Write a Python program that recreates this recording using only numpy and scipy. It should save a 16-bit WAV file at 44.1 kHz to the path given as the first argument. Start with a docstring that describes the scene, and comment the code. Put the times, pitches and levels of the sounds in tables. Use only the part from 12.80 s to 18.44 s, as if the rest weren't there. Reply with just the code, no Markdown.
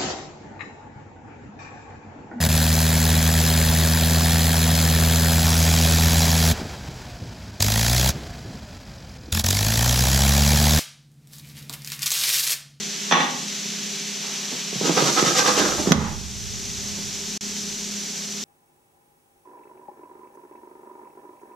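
"""A kitchen, a stereo microphone close to a glass-top stove. Shrimp and vegetables sizzle in a skillet,
steam bubbles bursting in the oil, over the hum of a fan. Something hard is put down across the room,
and the cook takes a few soft steps. From about 2 s the skillet knocks and scrapes to and fro on the
glass and the sizzle flares. Just after 3 s the pan lands with a crack that sets the stove's sheet metal
booming. The frying goes on through one more step, and near 4.6 s the sound cuts out for an instant."""
import sys
import numpy as np
from scipy import signal
from scipy.fft import rfft, irfft
from scipy.io import wavfile
from scipy.ndimage import uniform_filter1d

SR = 44100
rng = np.random.default_rng(int(sys.argv[2]) if len(sys.argv) > 2 else 0)


def materialize(psi):
    """Save the field psi as 16-bit PCM at rate SR to the path in sys.argv[1].

    A 1-D psi becomes a single channel; in a 2-D psi each row is a channel.
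    """
    bounded = np.clip(np.atleast_2d(psi).T, -1, 1)
    quanta = np.round(bounded * 32767).astype(np.int16)
    wavfile.write(sys.argv[1], SR, quanta)


N = 248724
T = np.arange(N) / SR
HZ = np.fft.rfftfreq(N, 1 / SR)

# the colour of frying: (frequency [Hz], level [dB per Hz])
SIZZLE_SPECTRUM = [(300, -32), (500, -16), (700, -16), (1200, -20), (1550, -10), (2000, -6.5), (3300, -2),
                   (5100, -2), (5950, 3), (6900, -2.5), (7750, -7), (8500, -15), (10500, -20.5),
                   (13000, -20.5), (15200, -30)]
# stereo width of the frying at the microphone: (frequency [Hz], side over mid [dB])
SIZZLE_WIDTH = [(60, -3), (99, -4), (160, -13), (270, -13), (450, -2), (740, 5.5), (1220, -6.5),
                (2010, -9.5), (3330, -19), (5500, -8), (9080, 0), (15000, -12.5)]
# stereo width of the room's reflections: (frequency [Hz], side over mid [dB])
ROOM_WIDTH = [(40, -24), (80, 0), (140, -15), (280, -14), (600, -8.5), (1300, -1), (3000, -5.5),
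              (7000, -2.5)]

SHAKE_START_S, SHAKE_BUILD_S, SHAKE_HOLD_S, SHAKE_EASE_S = 1.93, 0.3, 0.49, 0.47
SET_DOWN_S = 3.13


def gain_of(db):
    """Decibels to amplitude."""
    return 10 ** (np.asarray(db) / 20)


def unit_rms(x):
    """Scales to rms 1."""
    return x / np.sqrt(np.mean(x ** 2) + 1e-20)


def unit_energy(x):
    """Scales to energy 1."""
    return x / np.linalg.norm(x)


def curve_at(points, hz):
    """Reads a table on a log-frequency axis."""
    f, value = np.transpose(points)
    return np.interp(np.log(hz + 1), np.log(f + 1), value)


def ramp(s, start, length):
    """Goes from 0 to 1 over a length of time."""
    return np.clip((s - start) / length, 0, 1)


def add(mix, s, sound):
    """Mixes a sound in at s seconds."""
    part = mix[round(s * SR):][:len(sound)]
    part += sound[:len(part)]


def through(x, response):
    """Convolution, cut to the length of x."""
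    return signal.fftconvolve(x, response)[:len(x)]


def coloured(x, spectrum):
    """Filters x by a spectrum, to rms 1."""
    hz = np.fft.rfftfreq(len(x), 1 / SR)
    return unit_rms(irfft(rfft(x) * gain_of(curve_at(spectrum, hz)), len(x)))


def low_cut(x, hz):
    """Small objects radiate almost no deep bass."""
    return signal.sosfilt(signal.butter(8, hz, "high", fs=SR, output="sos"), x + 1e-12)


def drift(rate_hz):
    """A slow random wander of rms 1."""
    return unit_rms(irfft(rfft(rng.standard_normal(N)) / (1 + (HZ / rate_hz) ** 4), N))


def clicks(per_s, spread_db, size=N):
    """Random clicks of uneven height, at rms 1."""
    height = gain_of(spread_db * np.minimum(rng.exponential(1, size), 6))
    return unit_rms(height * rng.choice([-1, 1], size) * (rng.random(size) < per_s / SR))


def puff(spectrum, decay_s):
    """A short burst of coloured noise that dies away."""
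    t = T[:SR // 5]
    return coloured(rng.standard_normal(len(t)), spectrum) * np.exp(-t / decay_s)


def ringing(modes):
    """A struck object's modes, each starting from rest; the wider ones die sooner."""
    t = T[:SR]
    return unit_energy(sum(
        (-1) ** k * gain_of(db) * width * np.exp(-np.pi * width * t) * np.sin(2 * np.pi * hz * t)
        for k, (hz, width, db) in enumerate(modes)))


def kitchen_echo():
    """The room's response: each band dies at its own speed."""
    # reverberation: (frequency [Hz], t60 [s])
    decay_times = [(100, 1), (300, 0.59), (1000, 0.48), (3500, 0.51), (8000, 0.052), (16000, 0.023)]
    hz, t, bands = signal.stft(rng.standard_normal(SR), SR, nperseg=256)
    decay = 1000. ** (-t / curve_at(decay_times, hz)[:, None])
    return unit_energy(signal.istft(bands * decay, SR, nperseg=256)[1])


def stereo(mid, width, left_db):
    """Scattered reflections make the microphone's two channels differ."""
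    scatter = rfft(rng.standard_normal(N) * np.exp(-T / 0.0108))
    side = irfft(rfft(mid) * scatter / abs(scatter) * gain_of(curve_at(width, HZ)), N)
    return np.array([(mid + side) * gain_of(left_db / 2), (mid - side) * gain_of(-left_db / 2)])


def vigour(s):
    """How hard the pan is shaken, 0-1: it builds, holds and eases off."""
    ease_from_s = SHAKE_START_S + SHAKE_BUILD_S + SHAKE_HOLD_S
    return ramp(s, SHAKE_START_S, SHAKE_BUILD_S) - ramp(s, ease_from_s, SHAKE_EASE_S)


def bubbles():
    """Thousands of steam bubbles burst each second, a few spit, and the room blurs the rest to a hiss."""
    bursts = clicks(per_s=7000, spread_db=3.2)
    spits = gain_of(-12) * clicks(per_s=160, spread_db=2.8)
    hiss = gain_of(4) * rng.standard_normal(N)
    return coloured(bursts + spits + hiss, SIZZLE_SPECTRUM)


def sizzle():
    """Close by, the frying flares with the shake, which thins out the large, lower bubbles."""
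    rest_db, flare_db, fresh_db = -31, 8.5, 0.5
    heaped_db, spread_db, shaken_db = 1.1, -3, -1  # large bubbles, by how the wet food lies
    # set down again, the freshly turned food fries harder for a while
    fresh = ramp(T, SET_DOWN_S, length=0.22) * np.exp(-np.maximum(T - SET_DOWN_S, 0) / 0.8)
    level_db = rest_db + flare_db * vigour(T) + fresh_db * fresh
    spread = ramp(T, SHAKE_START_S + SHAKE_BUILD_S, length=0.055)
    large_db = heaped_db + (spread_db - heaped_db + shaken_db * vigour(T)) * spread
    mid = bubbles()
    side = irfft(rfft(bubbles()) * gain_of(curve_at(SIZZLE_WIDTH, HZ)), N)
    pair = np.array([mid + side, mid - side])
    large_bubbles = irfft(rfft(pair) / (1 + (HZ / 4500) ** 6), N)
    flutter_db = 0.5 * drift(rate_hz=25)
    return (pair + (gain_of(large_db) - 1) * large_bubbles) * gain_of(level_db + flutter_db)


def fan():
    """The kitchen fan, a steady bed: wavering tones in a low rush of air."""
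    # its hum: (frequency [Hz], level [dB])
    tones = [(172, -51), (204.6, -42.5), (238, -55), (393, -56), (407, -52)]
    # its rush of air: (frequency [Hz], level [dB per Hz])
    air_spectrum = [(30, -51), (105, -36), (145, 6.5), (190, 4.5), (245, 4), (320, -1.5), (410, 2),
                    (480, -7), (800, -8), (1500, -9.5), (4000, -33)]
    hum = np.zeros(N)
    for hz, db in tones:
        amplitude = np.sqrt(2) * gain_of(db + 1.9 * drift(rate_hz=3.5))
        hum += amplitude * np.sin(2 * np.pi * hz * T + 0.56 * drift(rate_hz=0.94))
    air = gain_of(-44.5) * coloured(rng.standard_normal(N), air_spectrum)
    return stereo(gain_of(0.3) * hum + air, ROOM_WIDTH, left_db=-1.8)


def clatter():
    """Across the room a hard thing lands and rattles; it arrives echoing, without the highest treble."""
    # its bounces: (time [s], relative level [dB])
    bounces = [(0.3117, -8.5), (0.3233, -2), (.336, -8), (.370, -9.5), (.403, -7.5)]
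    # its ring: (frequency [Hz], width [Hz], level [dB])
    modes = [(289, 49, -1.5), (530, 51, -5.5), (796, 56, 2), (855, 57, 1.5), (1133, 97, 0), (1420, 65, -8),
             (1932, 46, 1), (2010, 62, -9), (2700, 67, -14), (3500, 39, -4.5), (5980, 51, 0)]
    # the noise of contact: (frequency [Hz], level [dB per Hz])
    contact_spectrum = [(100, -32), (145, 0), (300, -6), (420, -0.5), (620, -5), (800, -9), (1000, -0.5),
                        (1200, -1.5), (2000, -1.5), (3400, -4), (4900, -16), (6000, -23), (7500, -40),
                        (14000, -60)]
    t, blows = T[:SR], np.zeros(N)
    for s, db in bounces:
        contact = unit_energy(coloured(rng.standard_normal(SR), contact_spectrum) * np.exp(-t / 0.0065))
        add(blows, s, gain_of(db) * (contact + gain_of(3.5) * ringing(modes)))
    in_room = low_cut(blows + through(blows, kitchen_echo()), hz=145)
    distant = signal.sosfilt(signal.butter(6, 6800, fs=SR, output="sos"), in_room)
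    return stereo(gain_of(22.5) * unit_energy(distant), ROOM_WIDTH, left_db=-1.5)


def steps():
    """The cook's feet make dull, soft scuffs on the floor."""
    # footfalls: (time [s], level [dB], pitch [Hz], decay [s])
    footfalls = [(1.43, -44, 1000, 0.35), (1.715, -29, 240, 0.031), (1.724, -45, 900, 0.039),
                 (4.17, -41, 300, 0.082)]
    t, scuffs = T[:SR], np.zeros(N)
    for s, db, hz, decay_s in footfalls:
        spectrum = [(hz / 8, -40), (hz / 2, -4), (hz, 0), (hz * 2, -8), (hz * 8, -35)]
        envelope = (1 - np.exp(-t / 0.004)) * np.exp(-t / decay_s)
        add(scuffs, s, gain_of(db) * envelope * coloured(rng.standard_normal(SR), spectrum))
    return stereo(low_cut(scuffs, hz=134), ROOM_WIDTH, left_db=-1.0)


def knocks():
    """Each blow of the pan is a push on the glass, a crack of metal, a thud and the stove top's boom."""
    # pan on stove: (time [s], level [dB], pitch [Hz])
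    blows = [(1.929, -22.5, 414), (1.957, -21, 200), (2.012, -13.5, 409), (2.0937, -4.5, 306),
             (2.223, -6.5, 412), (2.288, -17, 390), (2.426, -3.5, 356), (2.465, -14, 248), (3.072, -8, 346),
             (3.095, -20, 272), (3.109, -4.5, 152), (3.1203, 1, 214), (3.147, -9.5, 226),
             (3.178, -12.5, 171)]
    # the stove's top: (frequency [Hz], level [dB], t60 [s])
    stove_modes = [(148, 0.5, 0.27), (176, -10, 0.34), (218.3, 0, 0.46), (285, -42, 0.098), (413, -11, .3),
                   (489, -16.5, 0.43), (550, -28, 0.21)]
    # metal on glass: (frequency [Hz], level [dB per Hz])
    crack_spectrum = [(300, 3), (2000, 8.5), (4500, 1.5), (6100, 9.5), (8000, -23.5), (15000, -17)]
    # the dull thud: (frequency [Hz], level [dB per Hz])
    thud_spectrum = [(60, -22), (110, -12), (140, 18.5), (330, -1.5), (520, 2), (900, -3.5), (2000, -14),
                     (5000, -46)]
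    weight_db = 13  # more boom once the pan's whole weight rests on the stove
    t, direct = T[:SR], np.zeros(N)
    boom = sum(gain_of(db) * 1000. ** (-t / t60) * np.sin(2 * np.pi * hz * t)
               for hz, db, t60 in stove_modes)
    for s, db, hz in blows:
        # hard, quick blows crack and slow ones boom
        octaves = np.log2(hz / 302)
        crack_db = -3 + 4 * db + 9.5 * octaves
        boom_db = -24.5 - 7 * octaves + weight_db * (s > SET_DOWN_S)
        push = np.sin(2 * np.pi * hz * t) * np.exp(-t * hz / 1.31)
        add(direct, s, gain_of(db) * (push + gain_of(boom_db) * boom))
        add(direct, s, gain_of(db + crack_db) * puff(crack_spectrum, decay_s=0.0027))
        add(direct, s, gain_of(db - 13) * puff(thud_spectrum, decay_s=0.026))
    in_room = low_cut(direct + gain_of(-15.5) * through(direct, kitchen_echo()), hz=129)
    return stereo(in_room, ROOM_WIDTH, left_db=-2.0)


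def friction(tilt_db_per_octave):
    """One second of tiny slips between pan and glass; the ring shifts with where the pan touches."""
    # the skillet's ring: (frequency [Hz], width [Hz], level [dB])
    pan_modes = [(417, 53, -25), (493, 52, 2), (776, 63, -2), (947, 50, 3), (1300, 180, 5.5),
                 (1505, 190, 2.5), (2180, 59, -23), (3490, 150, -5)]
    # rubbing on glass: (frequency [Hz], level [dB per Hz])
    scrape_spectrum = [(90, -43), (140, 1), (280, 5), (430, 7.5), (630, -2), (800, 3), (1050, -12),
                       (1300, -1), (1850, -6.5), (3000, -7), (4200, -11.5), (6000, -9), (7800, -45),
                       (13000, -52)]
    slips = clicks(per_s=6000, spread_db=4.5, size=SR)
    shifted = [(hz * (1 + 0.053 * rng.standard_normal()), width, db) for hz, width, db in pan_modes]
    ring = gain_of(-3) * unit_rms(through(slips, ringing(shifted)))
    rub = coloured(slips, scrape_spectrum)
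    return coloured(rub + ring, [(250, 0), (4000, 4 * tilt_db_per_octave)])


def shaking():
    """Each stroke scrapes the glass and slides wet food onto hot metal; then the pan chatters to rest."""
    # pushes and pulls: (time at fastest [s], scrape level [dB], half length [s], hiss level [dB])
    strokes = [(2.07, -23.5, 0.022, -25), (2.183, -18, 0.018, -35), (2.278, -22, 0.023, -26),
               (2.385, -16.5, 0.013, -27), (2.476, -18.5, 0.026, -22.5), (2.59, -19, 0.025, -17.5),
               (2.681, -19, .025, -23), (2.788, -20.5, .022, -23), (2.85, -25.5, 0.06, -30),
               (2.998, -24, 0.012, -33), (3.08, -25, 0.015, -32)]
    # the settling pan: (frequency [Hz], level [dB per Hz])
    chatter_spectrum = [(100, -23), (150, 4), (290, -12), (380, -6), (650, -15.5), (900, -8), (1200, -9.5),
                        (1500, -16), (2200, -18.5), (5000, -28), (12000, -65)]
    gentle_tilt, brisk_tilt = -8.5, 0.87  # dB per octave: a gentle stroke is duller
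    chatter_hold_s, chatter_fall_db_per_s = 0.15, 253
    t, scrape, hiss = T[:SR] - 0.5, np.zeros(N), np.zeros(N)
    for s, scrape_db, half_length_s, hiss_db in strokes:
        tilt = gentle_tilt + (brisk_tilt - gentle_tilt) * vigour(s)
        speed = np.exp(-(t / half_length_s) ** 2 / 2)
        add(scrape, s - 0.5, gain_of(scrape_db) * speed * friction(tilt))
        steam = coloured(clicks(per_s=12000, spread_db=0.5, size=SR), SIZZLE_SPECTRUM)
        add(hiss, s - 0.5, gain_of(hiss_db) * speed ** 2 * steam)
    chatter = coloured(clicks(per_s=2200, spread_db=-1.5), chatter_spectrum)
    chatter_db = -28 - chatter_fall_db_per_s * np.maximum(T - SET_DOWN_S - chatter_hold_s, 0)
    scrape += (T > SET_DOWN_S) * gain_of(chatter_db) * chatter
    in_room = low_cut(scrape + gain_of(-7) * through(scrape, kitchen_echo()), hz=118)
    return stereo(in_room, ROOM_WIDTH, left_db=-4.5) + stereo(hiss, SIZZLE_WIDTH, left_db=1.5)


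def cabinet_rumble():
    """The stove's cabinet booms under the landing pan; a deep noise swells towards it and lingers."""
    # the deep noise: (frequency [Hz], level [dB per Hz])
    rumble_spectrum = [(12, -42), (20, -0.5), (48, -32), (65, -0.5), (81, -8), (125, -3.5), (160, -32),
                       (210, -39), (350, -120)]
    landing_s, boom_hz, t60, attack_s = 3.15, 77, 0.6, 0.012
    peak_s, rise_db_per_s, fall_db_per_s = 3.26, 28.5, 12.5
    t = np.maximum(T - landing_s, 0)
    envelope = (1 - np.exp(-t / attack_s)) * 1000. ** (-t / t60)
    boom = gain_of(-22) * envelope * np.sin(2 * np.pi * boom_hz * t)
    below_peak_db = np.maximum(rise_db_per_s * (peak_s - T), fall_db_per_s * (T - peak_s))
    swell = gain_of(np.maximum(-37.5 - below_peak_db, -83))
    left, right = (swell * coloured(rng.standard_normal(N), rumble_spectrum) for _ in "LR")
    return np.array([gain_of(2) * (boom + left), gain_of(9) * (boom + right)])


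def scene():
    """The kitchen as it reaches the microphone by the stove."""
    return sizzle() + fan() + clatter() + steps() + shaking() + knocks() + cabinet_rumble()


def record(dry):
    """Gain control ducks after peaks and recovers slowly; overload clips; the sound briefly cuts out."""
    threshold_db, recovery_db_per_s, treble_edge_hz = -13.5, 12, 15200
    gap_start_s, gap_end_s, gap_db = 4.5768, 4.6095, -40.5
    power = uniform_filter1d(np.minimum(dry ** 2, 1).mean(0), size=130)
    power_db = 10 * np.log10(abs(power) + 1e-12)
    recovery_db = recovery_db_per_s * T
    held_db = np.maximum.accumulate(power_db + recovery_db) - recovery_db
    over_db = through(np.maximum(held_db - threshold_db, 0), np.ones(200) / 200)
    clipped = np.clip(dry / gain_of(0.7 * over_db), -1, 1)
    dropout = np.where((T < gap_start_s) | (T > gap_end_s), 1, gain_of(gap_db))
    low_pass = signal.firwin(255, treble_edge_hz, window=("kaiser", 9), fs=SR)
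    return signal.oaconvolve(clipped * dropout, low_pass[None], "same")


dry = scene()
out = record(dry)
materialize(out)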